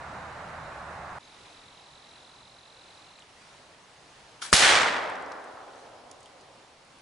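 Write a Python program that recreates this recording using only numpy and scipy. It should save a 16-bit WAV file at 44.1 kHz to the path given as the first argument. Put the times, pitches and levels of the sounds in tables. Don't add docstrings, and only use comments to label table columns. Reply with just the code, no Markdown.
import sys
import numpy as np
from scipy import signal
from scipy.fft import rfft, irfft
from scipy.io import wavfile
from scipy.ndimage import uniform_filter1d, map_coordinates

SR = 44100
rng = np.random.default_rng(int(sys.argv[2]) if len(sys.argv) > 2 else 0)


def wrap_up_sound(samples):
    columns = np.atleast_2d(samples).T
    tamed = np.clip(columns, -1, 1)
    steps = np.round(tamed * 32767).astype(np.int16)
    wavfile.write(sys.argv[1], SR, steps)


def invert_db(x):
    u = np.asarray(x, float) / 20
    return 10 ** u


N = 309537

# f/Hz, density/dB
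TYRE_SPECTRUM = [(150, -36), (250, -13.5), (441, -13), (551, -5.5), (743, -1.5), (1380, -5), (1720, -8),
                 (3230, -24.5), (3970, -22.5), (4500, -27.5), (7820, -33), (10900, -40), (14200, -72),
                 (22000, -120)]
# f/Hz, density/dB
ENGINE_SPECTRUM = [(13, -43), (22, -13), (38, -9), (71, 1), (102, -2), (141, -0.5), (215, -5), (243, -16),
                   (330, -17), (430, -45), (730, -120)]
# f/Hz, correlation/1
CAR_LIKENESS = [(60, 1.0), (170, 0.99), (500, 0.99), (1420, 0.66), (4090, 0.34), (11700, 0.88)]
# f/Hz, density/dB
HUSH_SPECTRUM = [(13, -38), (22, -11.5), (81, -8.5), (122, -4), (216, -10.5), (246, -6.5), (336, -8.5),
                 (878, -3.5), (1600, -9.5), (2360, -10.5), (4390, -13), (10900, -25.5), (14200, -90),
                 (22000, -120)]
# f/Hz, correlation/1
HUSH_LIKENESS = [(60, 1), (170, 0.9), (500, 0.85), (1420, 0.53), (4090, 0.41), (11700, 0.75)]
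# t/s, level/dB
FAR_CHIRPS = [
    (1.245, -62),
    (3.84, -64),
    (3.97, -63),
    (4.10, -65),
    (4.32, -66),
]
# t/s, peak/dB, centre f/Hz, left-right/dB
LITTER_TICKS = [(3.1874, -44, 2920, 0), (3.188, -47, 1500, 2), (3.193, -48, 6500, 2), (3.222, -42, 3000, 0),
                (5.0394, -45, 6000, -1), (5.098, -42, 7400, 0), (5.1544, -42.5, 6000, 2),
                (5.223, -46, 7400, 8), (5.2604, -47, 5500, 2), (5.319, -40, 5200, 4),
                (5.3664, -55, 6000, 0), (5.442, -50, 8000, 4), (5.7564, -50, 6000, 0),
                (5.8634, -51, 3500, 0), (6.113, -37, 10700, -3), (6.113, -40.5, 6640, -10),
                (6.114, -49, 3400, -6), (6.151, -55, 4500, 0), (6.2054, -49, 7500, -2),
                (6.23, -44.5, 6600, -1), (6.258, -43.5, 3280, 0), (6.258, -48, 8000, 0),
                (6.4094, -49, 5200, 0), (6.8494, -55, 10500, -1), (6.985, -54, 9500, -1)]
# f/Hz, density/dB
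SPRAY_SPECTRUM = [(180, -42), (300, -21), (676, -23), (739, -12), (1540, -1.5), (1820, -5.5), (6540, -6.5),
                  (10900, -11.5), (14200, -44), (22000, -120)]
# f/Hz, level/dB, t60/s
TARGET_MODES = [
    (1380, -23, .018),
    (3150, -32, .03),
    (5300, -37, .02),
    (780, -45, .06),
]
# f/Hz, density/dB
AHEAD_SPECTRUM = [(500, -2), (4000, -6), (8000, 5), (11000, -12)]
# t/s, peak/dB, ring f/Hz, left-right/dB
BLAST_SWINGS = [(4.5284, -6.5, 1300, 18), (4.5281, -8.5, 490, -5.5), (4.529, -21, 69, 3),
                (4.5355, -4.5, 1900, 1), (4.5361, -15.5, 140, 5), (4.538, -7, 4370, -1),
                (4.538, -2, 5500, 5), (4.543, -14, 3500, -4), (4.549, -12, 1800, -2),
                (4.5585, -27, 2300, -6), (4.5652, -17, 1190, -3), (4.8, -8, 1620, -8),
                (4.8593, -13, 1320, -11)]
# f/Hz, density/dB
NEAR_SPECTRUM = [(18, -48), (30, -18), (108, -20), (381, -9.5), (464, -7.5), (881, -2), (972, -5),
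                 (1210, -1.5), (2950, -2.5), (4380, -0.5), (10900, -9.5), (14200, -74), (22000, -120)]
# f/Hz, density/dB
FAR_SPECTRUM = [(24, -53), (40, -24.5), (182, -17.5), (262, -10), (362, -10.5), (461, -4), (764, 0.5),
                (1900, -5.5), (2840, -18), (3210, -16), (5000, -37), (6500, -55), (11000, -120)]
# f/Hz, correlation/1
ROLL_LIKENESS = [(60, .95), (250, .8), (500, .68), (1400, .64), (4000, .68), (11000, .72)]
# f/Hz, loss/(dB/s)
NEAR_AIR_LOSS = [(60, -10), (300, -22), (1500, -23.5), (3000, 0.5), (5000, 9), (9000, 25), (10800, 63)]
# f/Hz, loss/(dB/s)
FAR_AIR_LOSS = [(40, 7), (100, 16), (250, -11.5), (550, -10.5), (1000, -4), (1600, 5), (2200, 18),
                (4000, 34.5)]

CHANGE_S = 1.1855
ROAR_DB, ENGINE_DB, ENGINE_SAG_DB_PER_S = -41, -48.5, 3
HUSH_DB, HUSH_SAG_DB_PER_S = -53.5, 0.21
FIRST_STROKE_S, STROKES_PER_S, STROKES = 1.2092, 44.2, 89
TIRES_AFTER, TIRED_LAG_S = 73, .00031
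SONG_TOP_S, SONG_TOP_DB, SONG_ARCH_DB = 2.4, -55, 1.5
SONG_HZ, SONG_CLIMB_HZ_PER_S, STROKE_BEND_HZ = 4150, 60, 1050
SOIL_UNTIL_S, SOIL_Q, TWIG_Q = 5.2, 1.6, 2.05
TOP_HZ = 11070
SLAP_S, SLAP_DB = 4.4188, -34.5
FRONT_S = 4.5292
NEAR_COLOUR_S, FAR_COLOUR_S = 4.57, 5.1
NEAR_DB, NEAR_FLASH_DB, FLASH_S = -18, 4, .015
NEAR_HOLD_S, NEAR_KNEE_S, NEAR_FALL_DB_PER_S = 0.18, 0.039, 82
NEAR_REST_DB, NEAR_REST_DB_PER_S = -35.5, 30.5
FAR_DB, FAR_DELAY_S, FAR_RISE_DB_PER_S = -21, .11, 160
FAR_HOLD_S, FAR_KNEE_S, FAR_FALL_DB_PER_S = 0.18, 0.027, 33.5
FAR_REST_DB, FAR_REST_DB_PER_S = -39.5, 12.5
CYCLES_AT_1K, CYCLES_GROW = 1.95, 0.29
PUSH_BELOW_HZ, PUSH_CYCLES = 600, 0.88


def unit(x):
    return x / np.sqrt(np.mean(x ** 2) + 1e-20)


def along(points, hz):
    f, v = np.transpose(points)
    return np.interp(np.log(hz + 1), np.log(f + 1), v)


def wobble(knots_per_s):
    knots = rng.standard_normal(int(N * knots_per_s / SR) + 4)
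    return map_coordinates(knots, [np.arange(N) * knots_per_s / SR])


def sides(db):
    return invert_db([[db / 2], [-db / 2]])


def add(track, s, sound):
    part = track[:, round(s * SR):][:, :sound.shape[1]]
    part += sound[:, :part.shape[1]]


def rush(spectrum, alike, patchy_db, start=0, stop=8, loss=((1, 0),), since=0):
    first, last = round(start * SR), min(round(stop * SR), N)
    noise = rng.standard_normal((2, last - first))
    hz, t, z = signal.stft(noise, SR, nperseg=1024, noverlap=768)
    field = rng.standard_normal(z.shape[1:])
    field = uniform_filter1d(uniform_filter1d(field, size=8, axis=0), size=8, axis=1)
    turn = np.arccos(np.clip(along(alike, hz), -1, 1)) / 2
    colour = invert_db(along(spectrum, hz))
    colour = colour / np.sqrt(np.mean(colour ** 2)) * [np.cos(turn), np.sin(turn)]
    fade_db = -along(loss, hz)[:, None] * np.clip(t + start - since, -1, 1)
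    z = z * colour[:, :, None] * invert_db(patchy_db * unit(field) + fade_db)
    mid, side = signal.istft(z, nperseg=1024, noverlap=768)[1][:, :last - first]
    return np.pad([mid + side, mid - side], ((0, 0), (first, N - last)))


def car():
    t = np.arange(N) / SR
    engine_db = ENGINE_DB - ENGINE_SAG_DB_PER_S * t
    roar = invert_db(ROAR_DB + .3 * wobble(14)) * rush(TYRE_SPECTRUM, CAR_LIKENESS, .7, 0, 1.3)
    drone = invert_db(engine_db - 2.0 + 1.4 * wobble(11.3)) * rush(ENGINE_SPECTRUM, CAR_LIKENESS, -0.5, 0, 1.3)
    firing = 2 * np.pi * np.cumsum(73 + 4 * wobble(8.3)) / SR
    harmonics = np.sin(firing) + 0.9 * np.sin(2 * firing)
    drone += invert_db(engine_db - 5.5 + 2.4 * wobble(6.6)) * harmonics
    return (roar * sides(-2.4) + drone * sides(1)) * (np.arange(N) < CHANGE_S * SR)


def hush():
    t = np.arange(N) / SR - CHANGE_S
    level_db = HUSH_DB - HUSH_SAG_DB_PER_S * t + 0.96 * wobble(6)
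    fade_in = np.clip(t / 0.013, 0, 1)
    return fade_in * invert_db(level_db) * rush(HUSH_SPECTRUM, HUSH_LIKENESS, patchy_db=1.05) * sides(-0.66)


def insects():
    track = np.zeros((2, N))
    count = np.arange(STROKES)
    times = FIRST_STROKE_S + count / STROKES_PER_S + TIRED_LAG_S * np.clip(count - TIRES_AFTER, 0, None)
    t = np.arange(round(.0135 * SR)) / SR
    swell = np.sin(np.pi * (t / t[-1]) ** .75) ** .8
    chance = rng.standard_normal((STROKES, 3)) * [1.1, 30, 2]
    for at, (size_db, bend_hz, turn) in zip(times, chance):
        from_top_s = at - SONG_TOP_S
        pitch_hz = SONG_HZ + SONG_CLIMB_HZ_PER_S * from_top_s + bend_hz - STROKE_BEND_HZ * (t / t[-1]) ** 2
        tone = np.sin(2 * np.pi * np.cumsum(pitch_hz) / SR + turn)
        level_db = SONG_TOP_DB - SONG_ARCH_DB * from_top_s ** 2 + 3 + size_db
        add(track, at - .0052, sides(-1.8) * invert_db(level_db) * swell * tone)
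    t = np.arange(round(0.031 * SR)) / SR
    chirp = np.sin(np.pi * t / t[-1]) * np.sin(2 * np.pi * 6380 * t)
    for at, db in FAR_CHIRPS:
        add(track, at - .012, sides(0) * invert_db(db) * chirp)
    return track


def litter():
    track = np.zeros((2, N))
    t = np.arange(round(.03 * SR)) / SR
    decay = invert_db(-60 * t / .014) + .16 * invert_db(-60 * t / .07)
    envelope = decay * (1 - np.exp(-t / .0004))
    for s, db, hz, pan_db in LITTER_TICKS:
        burst = rng.standard_normal(len(t)) * envelope
        burst[[8, 50]] += 3
        q = SOIL_Q if 4.5 < s < SOIL_UNTIL_S else TWIG_Q
        leaf = signal.iirpeak(min(hz, TOP_HZ), q, SR)
        click = signal.lfilter(*leaf, signal.lfilter(*leaf, burst))
        add(track, s, sides(pan_db) * invert_db(db) * click / np.abs(click).max())
    return track


def impact():
    t = np.arange(N) / SR - SLAP_S
    rise_db = np.where(t < 0, 2500 * t - 8, -155 * t)
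    grit_db = 1.6 * wobble(250)
    spray = rush(SPRAY_SPECTRUM, [(300, 0.72), (3000, 0.53)], patchy_db=2.5, start=4.3, stop=4.9)
    track = invert_db(SLAP_DB + rise_db + grit_db) * spray * sides(1.5)
    u = np.arange(SR // 8) / SR
    ring = sum(invert_db(db - 60 * u / t60_s) * np.sin(2 * np.pi * hz * u) for hz, db, t60_s in TARGET_MODES)
    add(track, 4.4232, sides(6.6) * ring * (1 - np.exp(-u / 0.0011)))
    return track


def blast():
    track = np.zeros((2, N))
    for s, db, hz, pan_db in BLAST_SWINGS:
        cycles = PUSH_CYCLES if hz < PUSH_BELOW_HZ else CYCLES_AT_1K * (hz / 1000) ** CYCLES_GROW
        u = np.arange(SR // 30) / SR * hz / cycles
        swell = 8 * u ** 1.56 * np.exp(-2.4 * u - u ** 4)
        add(track, s, sides(pan_db) * invert_db(db) * swell * np.sin(2 * np.pi * cycles * u))
    return track


def past(t, knee_s):
    return knee_s * np.logaddexp(0, t / knee_s)


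def echo_gains(t):
    near_db = NEAR_DB + NEAR_FLASH_DB * np.exp(-np.abs(t) / FLASH_S)
    near = invert_db(near_db - NEAR_FALL_DB_PER_S * past(t - NEAR_HOLD_S, NEAR_KNEE_S))
    near = np.hypot(near, invert_db(NEAR_REST_DB - NEAR_REST_DB_PER_S * t))
    far = invert_db(FAR_DB - FAR_FALL_DB_PER_S * past(t - FAR_HOLD_S, FAR_KNEE_S))
    far = np.hypot(far, invert_db(FAR_REST_DB - FAR_REST_DB_PER_S * t))
    return near, far * invert_db(-FAR_RISE_DB_PER_S * past(FAR_DELAY_S - t, 0.0068))


def roll():
    t = np.arange(N) / SR
    near_gain, far_gain = echo_gains(t - FRONT_S)
    front_db = np.clip(14000 * (t - FRONT_S), -90, 0)
    trunks_db = 1.3 * wobble(400) + .5 * wobble(45)
    near = rush(NEAR_SPECTRUM, ROLL_LIKENESS, .25, 4.5, 8, NEAR_AIR_LOSS, since=NEAR_COLOUR_S)
    far = rush(FAR_SPECTRUM, ROLL_LIKENESS, .25, 4.5, 8, FAR_AIR_LOSS, since=FAR_COLOUR_S)
    track = invert_db(front_db + trunks_db) * (near_gain * near * sides(-0.75) + far_gain * far * sides(-0.59))
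    ahead = np.clip((t - 4.518) / .005, 0, 1) * (t < 4.53)
    return track + invert_db(-37) * ahead * rush(AHEAD_SPECTRUM, ROLL_LIKENESS, 1, 4.5, 4.6)


def scene():
    return car() + hush() + insects() + litter() + impact() + blast() + roll()


def band_limit(x):
    return signal.sosfilt(signal.butter(12, 12340, fs=SR, output="sos"), x)


def record(dry):
    hz = np.fft.rfftfreq(N, 1 / SR)
    kept = irfft(rfft(dry) / (1 + (hz / TOP_HZ) ** 400), N)
    soft = kept / (1 + np.abs(kept) ** 14) ** (1 / 14)
    return band_limit(soft)


dry = scene()
out = record(dry)
wrap_up_sound(out)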